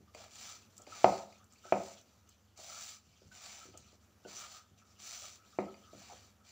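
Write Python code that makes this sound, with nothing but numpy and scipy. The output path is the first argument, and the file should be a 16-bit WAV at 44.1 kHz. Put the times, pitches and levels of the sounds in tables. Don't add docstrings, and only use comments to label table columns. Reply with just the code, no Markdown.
import sys
import numpy as np
from scipy import signal
from scipy.fft import rfft, irfft
from scipy.io import wavfile

SR = 44100
rng = np.random.default_rng(int(sys.argv[2]) if len(sys.argv) > 2 else 0)


def persist_wave(psi):
    counts = np.round(np.clip(psi, -1, 1) * 32767).astype(np.int16)
    wavfile.write(sys.argv[1], SR, np.atleast_2d(counts).T)


N = 287091
T = np.arange(N) / SR
TOP_HZ, FILTER_SIZE = 15550, 16384
FREQS = np.fft.rfftfreq(FILTER_SIZE, 1 / SR)

# frequency in Hz, level in dB, 60 dB decay time in seconds.
BOWL = [(203, -23.5, 0.072), (392, -14.5, 0.044), (522, -16, .03), (664, 4, 0.012), (855, -2.5, 0.008),
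        (1236, -18, 0.038), (2130, -23, .012), (4360, -28, .015)]


def undb(db):
    return 10 ** (np.asarray(db) / 20)


def unit(x):
    return x / np.sqrt(np.mean(x ** 2))


def colour(x, points, peaks=()):
    hz, db = np.transpose(points)
    db = np.interp(np.log(FREQS + 1), np.log(hz), db)
    for centre, width, height in peaks:
        db = db + height / (1 + (2 * (FREQS - centre) / width) ** 2)
    cepstrum = irfft(np.log(undb(db)))
    cepstrum[1:FILTER_SIZE // 2] *= 2
    cepstrum[FILTER_SIZE // 2:] = 0
    response = irfft(np.exp(rfft(cepstrum)))[:SR // 10]
    return signal.oaconvolve(x, response)[:len(x)]


def band(x, hz, kind, order=2):
    return signal.sosfilt(signal.butter(order, np.minimum(hz, TOP_HZ), kind, fs=SR, output="sos"), x)


def walk(rate):
    steps = rng.standard_normal(N // 20)
    return np.interp(T * rate, np.arange(len(steps)), steps)


def add(track, s, sound):
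    start = max(int(s * SR), 0)
    track[start:start + len(sound)] += sound[:N - start]


def fade(t, t60):
    return np.exp(-np.log(1000) * t / t60)


def ring(modes):
    t = T[:SR // 2]
    return sum(undb(db) * np.sin(2 * np.pi * hz * t) * fade(t, t60) for hz, db, t60 in modes)


def grains(rate, spread_db):
    sizes = undb(spread_db * np.minimum(rng.exponential(size=N), 5))
    return unit((rng.random(N) < rate / SR) * sizes * rng.standard_normal(N))


def gesture(start, length, attack, release, arch_db, fastest=.5):
    t = T - start
    contact = np.interp(t, [0, attack], [0, 1]) * np.interp(t - length, [0, release], [1, 0])
    slowness = np.interp(t, [0, length * np.clip(fastest, .1, .9), length], [1, 0, 1])
    return contact * undb(-arch_db * slowness ** 2)


def room(x, wet_db, t60_low, t60_high):
    t = T[:SR]
    noise = rng.standard_normal(SR)
    tail = band(noise, 1800, "low") * fade(t, t60_low) - band(noise, 1500, "high") * fade(t, t60_high)
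    tail *= np.clip((t - .003) / 0.0027, 0, 1)
    return undb(wet_db) * signal.fftconvolve(x, tail / np.linalg.norm(tail))[:N]


def kitchen():
    # frequency in Hz, relative level in dB.
    air_spectrum = [(15, -43), (25, -35), (93, -2), (156, -13.5), (221, -4), (274, -13), (598, -17),
                    (782, -17.5), (919, -20), (1270, -19.5), (2230, -27), (4750, -34.5), (5730, -27),
                    (9050, -37.5), (15500, -32.5)]
    # frequency in Hz, rms level in dB.
    hum_tones = [(76, -77), (98, -76), (208, -81.5)]
    air = unit(colour(rng.standard_normal(N), air_spectrum)) * undb(-70 + 2 * walk(rate=2.4))
    hum = np.zeros(N)
    for hz, db in hum_tones:
        amplitude = np.sqrt(2) * undb(db + 3 * walk(rate=8.5))
        hum += amplitude * np.sin(2 * np.pi * hz * T + 0.42 * walk(rate=16))
    return air + hum


def taps():
    # start in seconds, peak level in dB.
    contacts = [(0.148, -42), (0.8676, -46.5), (1.3257, -49), (1.654, -57), (3.741, -55), (5.6568, -52),
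                (5.743, -47)]
    # frequency in Hz, level in dB, 60 dB decay time in seconds.
    glaze_modes = [(1230, -8, .06), (2160, -2.5, 0.049), (2450, 1.5, 0.029), (2900, -12, 0.039),
                   (4704, -3.5, 0.072), (4730, -8, 0.0079)]
    out, tick = np.zeros(N), ring(glaze_modes)
    for s, db in contacts:
        add(out, s, undb(db) * tick / np.abs(tick).max())
    return out


def snaps():
    # start in seconds, level before filtering in dB.
    ruptures = [(0.1471, -51), (0.768, -50), (0.779, -42.5), (0.8189, -48), (1.4421, -55), (1.5232, -55),
                (1.535, -53), (1.833, -47), (2.013, -56), (2.291, -49.5), (2.575, -48), (3.7749, -40.5)]
    # frequency in Hz, gain in dB.
    snap_spectrum = [(1000, -24), (3500, -15.5), (6000, 2), (7500, 7.5), (9000, -12), (12500, -20),
                     (15300, -8)]
    out, t = np.zeros(N), T[:SR // 20]
    for s, db in ruptures:
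        add(out, s, undb(db) * rng.standard_normal(len(t)) * fade(t, 0.023))
    return colour(out, snap_spectrum)


def squish(squeeze):
    out, t = np.zeros(N), T[:SR // 12]
    envelope = fade(t, .08) * (1 - np.exp(-t / .01))
    for when, pitch, smallness in rng.random((700, 3)):
        hz = 2400 * 2.8 ** pitch
        pop = band(rng.standard_normal(len(t)), [.92 * hz, 1.08 * hz], "band") * envelope
        add(out, when * N / SR, undb(-10 * smallness) * unit(pop))
    return unit(out) * undb(-6.5) * squeeze


def fingers(sweep, squeeze):
    # start and length in seconds, level in dB, mode frequency in Hz.
    rubs = [(0.07, 0.019, -69, 1240), (0.188, 0.069, -59.5, 656), (0.196, 0.047, -67, 1260),
            (0.47, 0.11, -68, 1300), (0.612, .05, -80, 1250), (0.774, 0.058, -66.5, 1260),
            (0.89, 0.18, -67.5, 1224), (1.392, 0.068, -69.5, 1226), (1.51, 0.033, -74.5, 1250),
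            (1.632, 0.058, -60.5, 1300), (2.074, 0.22, -89, 1267), (2.572, 0.2, -60.5, 648),
            (2.688, .1, -64, 1300), (2.925, 0.039, -76, 1227), (3.419, 0.15, -74, 1260),
            (3.585, 0.054, -62, 1296), (3.721, 0.064, -67, 1280), (3.85, 0.034, -70, 1257),
            (4.386, 0.07, -61.5, 1266), (4.536, 0.11, -67.5, 1256), (4.758, 0.053, -73.5, 673),
            (4.807, 0.05, -71, 1270), (5.217, 0.036, -58, 1214), (5.202, 0.064, -59.5, 621),
            (5.35, 0.12, -70.5, 1290), (5.52, 0.029, -64.5, 1270), (5.817, 0.04, -64, 1250),
            (5.862, 0.13, -69, 1245), (5.998, 0.024, -65, 680), (6.087, 0.041, -53.5, 770),
            (6.101, 0.047, -66.5, 1256), (6.21, 0.061, -76.5, 1227), (6.385, 0.06, -74.5, 1280)]
    # frequency in Hz, relative level in dB.
    rub_spectrum = [(600, -54), (1080, -20), (1250, 5.5), (1370, -5), (1520, -13.5), (2600, -50.5)]
    # start in seconds, level in dB, pitch in Hz.
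    chirps = [(0.9223, -43, 1290), (3.3144, -52.5, 1450), (4.249, -52, 1493), (5.681, -48.5, 1320)]
    mode_hz = 1256
    slips = grains(rate=900, spread_db=2.5)
    pressure = np.hypot(undb(-18) * sweep, undb(-13.5) * squeeze)
    out = unit(colour(slips, rub_spectrum)) * pressure * undb(3.2 * walk(rate=18))
    for s, length, db, hz in rubs:
        shifted = [(max(f + hz - mode_hz, 20), gain_db) for f, gain_db in rub_spectrum]
        envelope = gesture(s, length, attack=.016, release=.025, arch_db=5)
        out += unit(colour(slips, shifted)) * undb(db) * envelope
    t = T[:SR // 8]
    chirp_envelope = fade(t, 0.095) * (1 - np.exp(-t / 0.0012))
    for s, db, hz in chirps:
        waver = 1 + 0.045 * walk(rate=100)[:len(t)]
        chirp = np.sin(2 * np.pi * hz * np.cumsum(waver) / SR)
        add(out, s, undb(db) * chirp * chirp_envelope)
    return out


def thuds():
    # start in seconds, peak level in dB, brightness in Hz.
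    soft_impacts = [(0.005, -54, 270), (0.149, -42, 740), (0.798, -54, 624), (0.872, -45.5, 685),
                    (1.652, -47, 763), (2.591, -50, 657), (3.069, -61, 112), (3.218, -53.5, 380),
                    (3.255, -52.5, 120.4), (3.654, -49.5, 343), (3.685, -50.5, 262), (3.739, -49.5, 640),
                    (3.794, -55.5, 184), (3.929, -56.5, 498), (4.251, -41.5, 510), (4.712, -61.5, 274),
                    (5.932, -42.5, 490), (5.946, -49.5, 227), (6.124, -47.5, 740)]
    out, t, body = np.zeros(N), T[:SR // 10], ring(BOWL)
    for s, db, hz in soft_impacts:
        push = 0.084 * rng.standard_normal(len(t)) * fade(t, .12)
        push[0] += 1
        blow = signal.fftconvolve(push, body)
        blow = band(blow, 0.32 * hz, "high", order=3)
        blow = band(blow, 1.355 * hz, "low", order=5)
        add(out, s, undb(db) * blow / np.abs(blow).max())
    return out


def knocks():
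    # start in seconds, peak level of the blow in dB, frequency favoured by the contact point
    # in Hz, table boom in dB, crack relative to the blow in dB, cutoff of the crack in Hz.
    impacts = [(1.0439, -5, 774, 0, -17.5, 5100), (1.7235, -11.5, 648, 4.5, -17.5, 2726),
               (5.5875, -18.5, 390, 9.5, -17.5, 2124)]
    # frequency in Hz, relative level in dB, 60 dB decay time in seconds.
    lasting_modes = [(178, -16, .4), (208, -10, .5), (249, -13, .45), (380, -11, .36), (450, -10, .35),
                     (502, -7, .33), (554, -3, .38), (592, -4, .33), (646, -5, .4), (677, 0, .33),
                     (737, -1, .33), (764, -5, .33), (831, -3, .3), (910, -9, .36), (1036, -14, .38),
                     (1257, -12, .4), (1414, -22, .4)]
    out, t = np.zeros(N), T[:SR // 2]
    clonk = ring(BOWL) * (1 - np.exp(-t / 0.0011))
    after_ring = ring(lasting_modes) * (1 - np.exp(-t / .004))
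    body = clonk + undb(-32) * after_ring
    for s, db, hz, boom_db, crack_db, top_hz in impacts:
        blow = colour(body, [(45, -16.5), (90, -1.5), (150, -5), (210, boom_db), (550, 1)],
                      peaks=[(hz, 300, 6)])
        crack = rng.standard_normal(len(t)) * (fade(t, .007) + undb(-21) * fade(t, .25))
        crack = colour(crack, [(700, -20.5), (1700, -6.5), (2400, 4), (3600, -10), (4500, 0)])
        crack = band(crack, top_hz, "low", order=6)
        knock = blow / np.abs(blow).max() + undb(crack_db) * crack / np.abs(crack).max()
        add(out, s, undb(db) * knock)
    return out


def hand():
    # start and length in seconds, fastest moment as a share
    # of the length, level in dB, mass pushed along in dB relative to the sweep.
    strokes = [(0.127, 0.16, 0.64, -58.5, 10.5), (0.294, 0.28, 0.66, -49.5, 0.5),
               (0.856, 0.38, 0.67, -51.5, 7), (1.617, .35, 0.73, -55, 3), (2.557, 0.41, 0.74, -47.5, -2.5),
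               (3.303, 0.38, 0.5, -52.5, 4), (4.258, .24, 0.71, -49.5, 3), (4.477, .13, 0.52, -53.5, 2.5),
               (4.979, .38, 0.37, -48, -1.5), (5.908, .39, 0.41, -60, 6), (6.431, 0.26, 0.3, -61.5, 3)]
    # start and length in seconds, level in dB.
    squeezes = [(0.577, 0.078, -65.5), (0.692, 0.16, -69), (1.244, 0.15, -66.5), (1.493, 0.24, -68),
                (1.96, 0.05, -63), (2.048, 0.15, -73), (2.262, 0.097, -72.5), (3.013, 0.51, -71),
                (3.7, 0.25, -66.5), (4.002, 0.059, -71), (4.227, 0.065, -65.5), (4.612, 0.088, -80),
                (4.768, 0.042, -66.5), (4.84, 0.15, -69), (5.37, 0.067, -74), (5.434, 0.17, -65.5),
                (5.58, .13, -67), (5.71, 0.36, -67)]
    sweep, mass, squeeze = np.zeros((3, N))
    for s, length, fastest, db, mass_db in strokes:
        stroke = undb(db) * gesture(s, length, attack=.022, release=.042, arch_db=10.5, fastest=fastest)
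        sweep = np.hypot(sweep, stroke)
        mass = np.hypot(mass, stroke * undb(mass_db))
    for s, length, db in squeezes:
        squeeze += undb(db) * gesture(s, length, attack=.013, release=.03, arch_db=2.5)
    return sweep, mass, np.hypot(squeeze, undb(-77.5))


def crumbs(sweep, mass, squeeze):
    # frequency in Hz, relative level in dB.
    hiss_spectrum = [(300, -17), (480, -14), (680, -2), (950, -9), (1700, -9.5), (2350, -7), (3200, -6.5),
                     (4600, -2.5), (5600, -4), (7500, -8.5), (8600, -15), (12000, -25), (14000, -31),
                     (15300, -8)]
    # centre and width in Hz, gain in dB.
    resonances = [(2000, 180, -1), (2343, 150, 5), (4473, 150, 3), (6037, 300, 9), (6630, 240, -13.5),
                  (7070, 1200, 12)]
    hiss = colour(grains(rate=7500, spread_db=2.1), hiss_spectrum, resonances)
    hiss += sum(band(hiss, [hz / 1.15, hz * 1.15], "band") * (undb(1.64 * walk(rate=24)) - 1)
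                for hz in (2270, 3353, 4570, 6012))
    deep = band(hiss, 2200, "low") * undb(1.5 * walk(rate=16))
    fine = band(hiss, 2600, "high")
    sound = fine * np.hypot(sweep, undb(-2.5) * squeeze) - deep * np.hypot(mass, undb(-2) * squeeze)
    surges = undb(-2 + 0.77 * walk(rate=55))
    return sound / np.std(fine) * surges


def scene():
    # frequency in Hz, gain in dB.
    corner_gain = [(50, 2), (90, 7.5), (135, 7), (220, 3.5), (350, -2), (620, -3), (1050, -2.5),
                   (1300, 1.5), (1620, -5.5), (2300, -2), (6000, -10)]
    # frequency in Hz, gain in dB.
    side_gain = [(30, -13.5), (80, -32.5), (250, -21), (700, -21.5), (1500, -20.5), (4000, -19.5),
                 (8000, -39.5), (13000, -18)]
    blows = band(knocks() + thuds(), 60, "high")
    sweep, mass, squeeze = hand()
    kneading = crumbs(sweep, mass, squeeze) + fingers(sweep, squeeze) + snaps() + taps()
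    kneading += squish(squeeze)
    echo = room(colour(blows, corner_gain), wet_db=-8.5, t60_low=0.42, t60_high=0.12)
    soft_sounds = kneading + room(kneading, wet_db=-9, t60_low=.22, t60_high=.2) + kitchen()
    mid = blows + echo + soft_sounds
    lateral = room(soft_sounds + undb(-33.5) * echo, wet_db=2, t60_low=.1, t60_high=0.054)
    side = colour(lateral, side_gain)
    return np.array([mid + side, mid - side])


def record(dry):
    return signal.sosfilt(signal.ellip(10, .2, 70, TOP_HZ, fs=SR, output="sos"), dry)


dry = scene()
out = record(dry)
persist_wave(out)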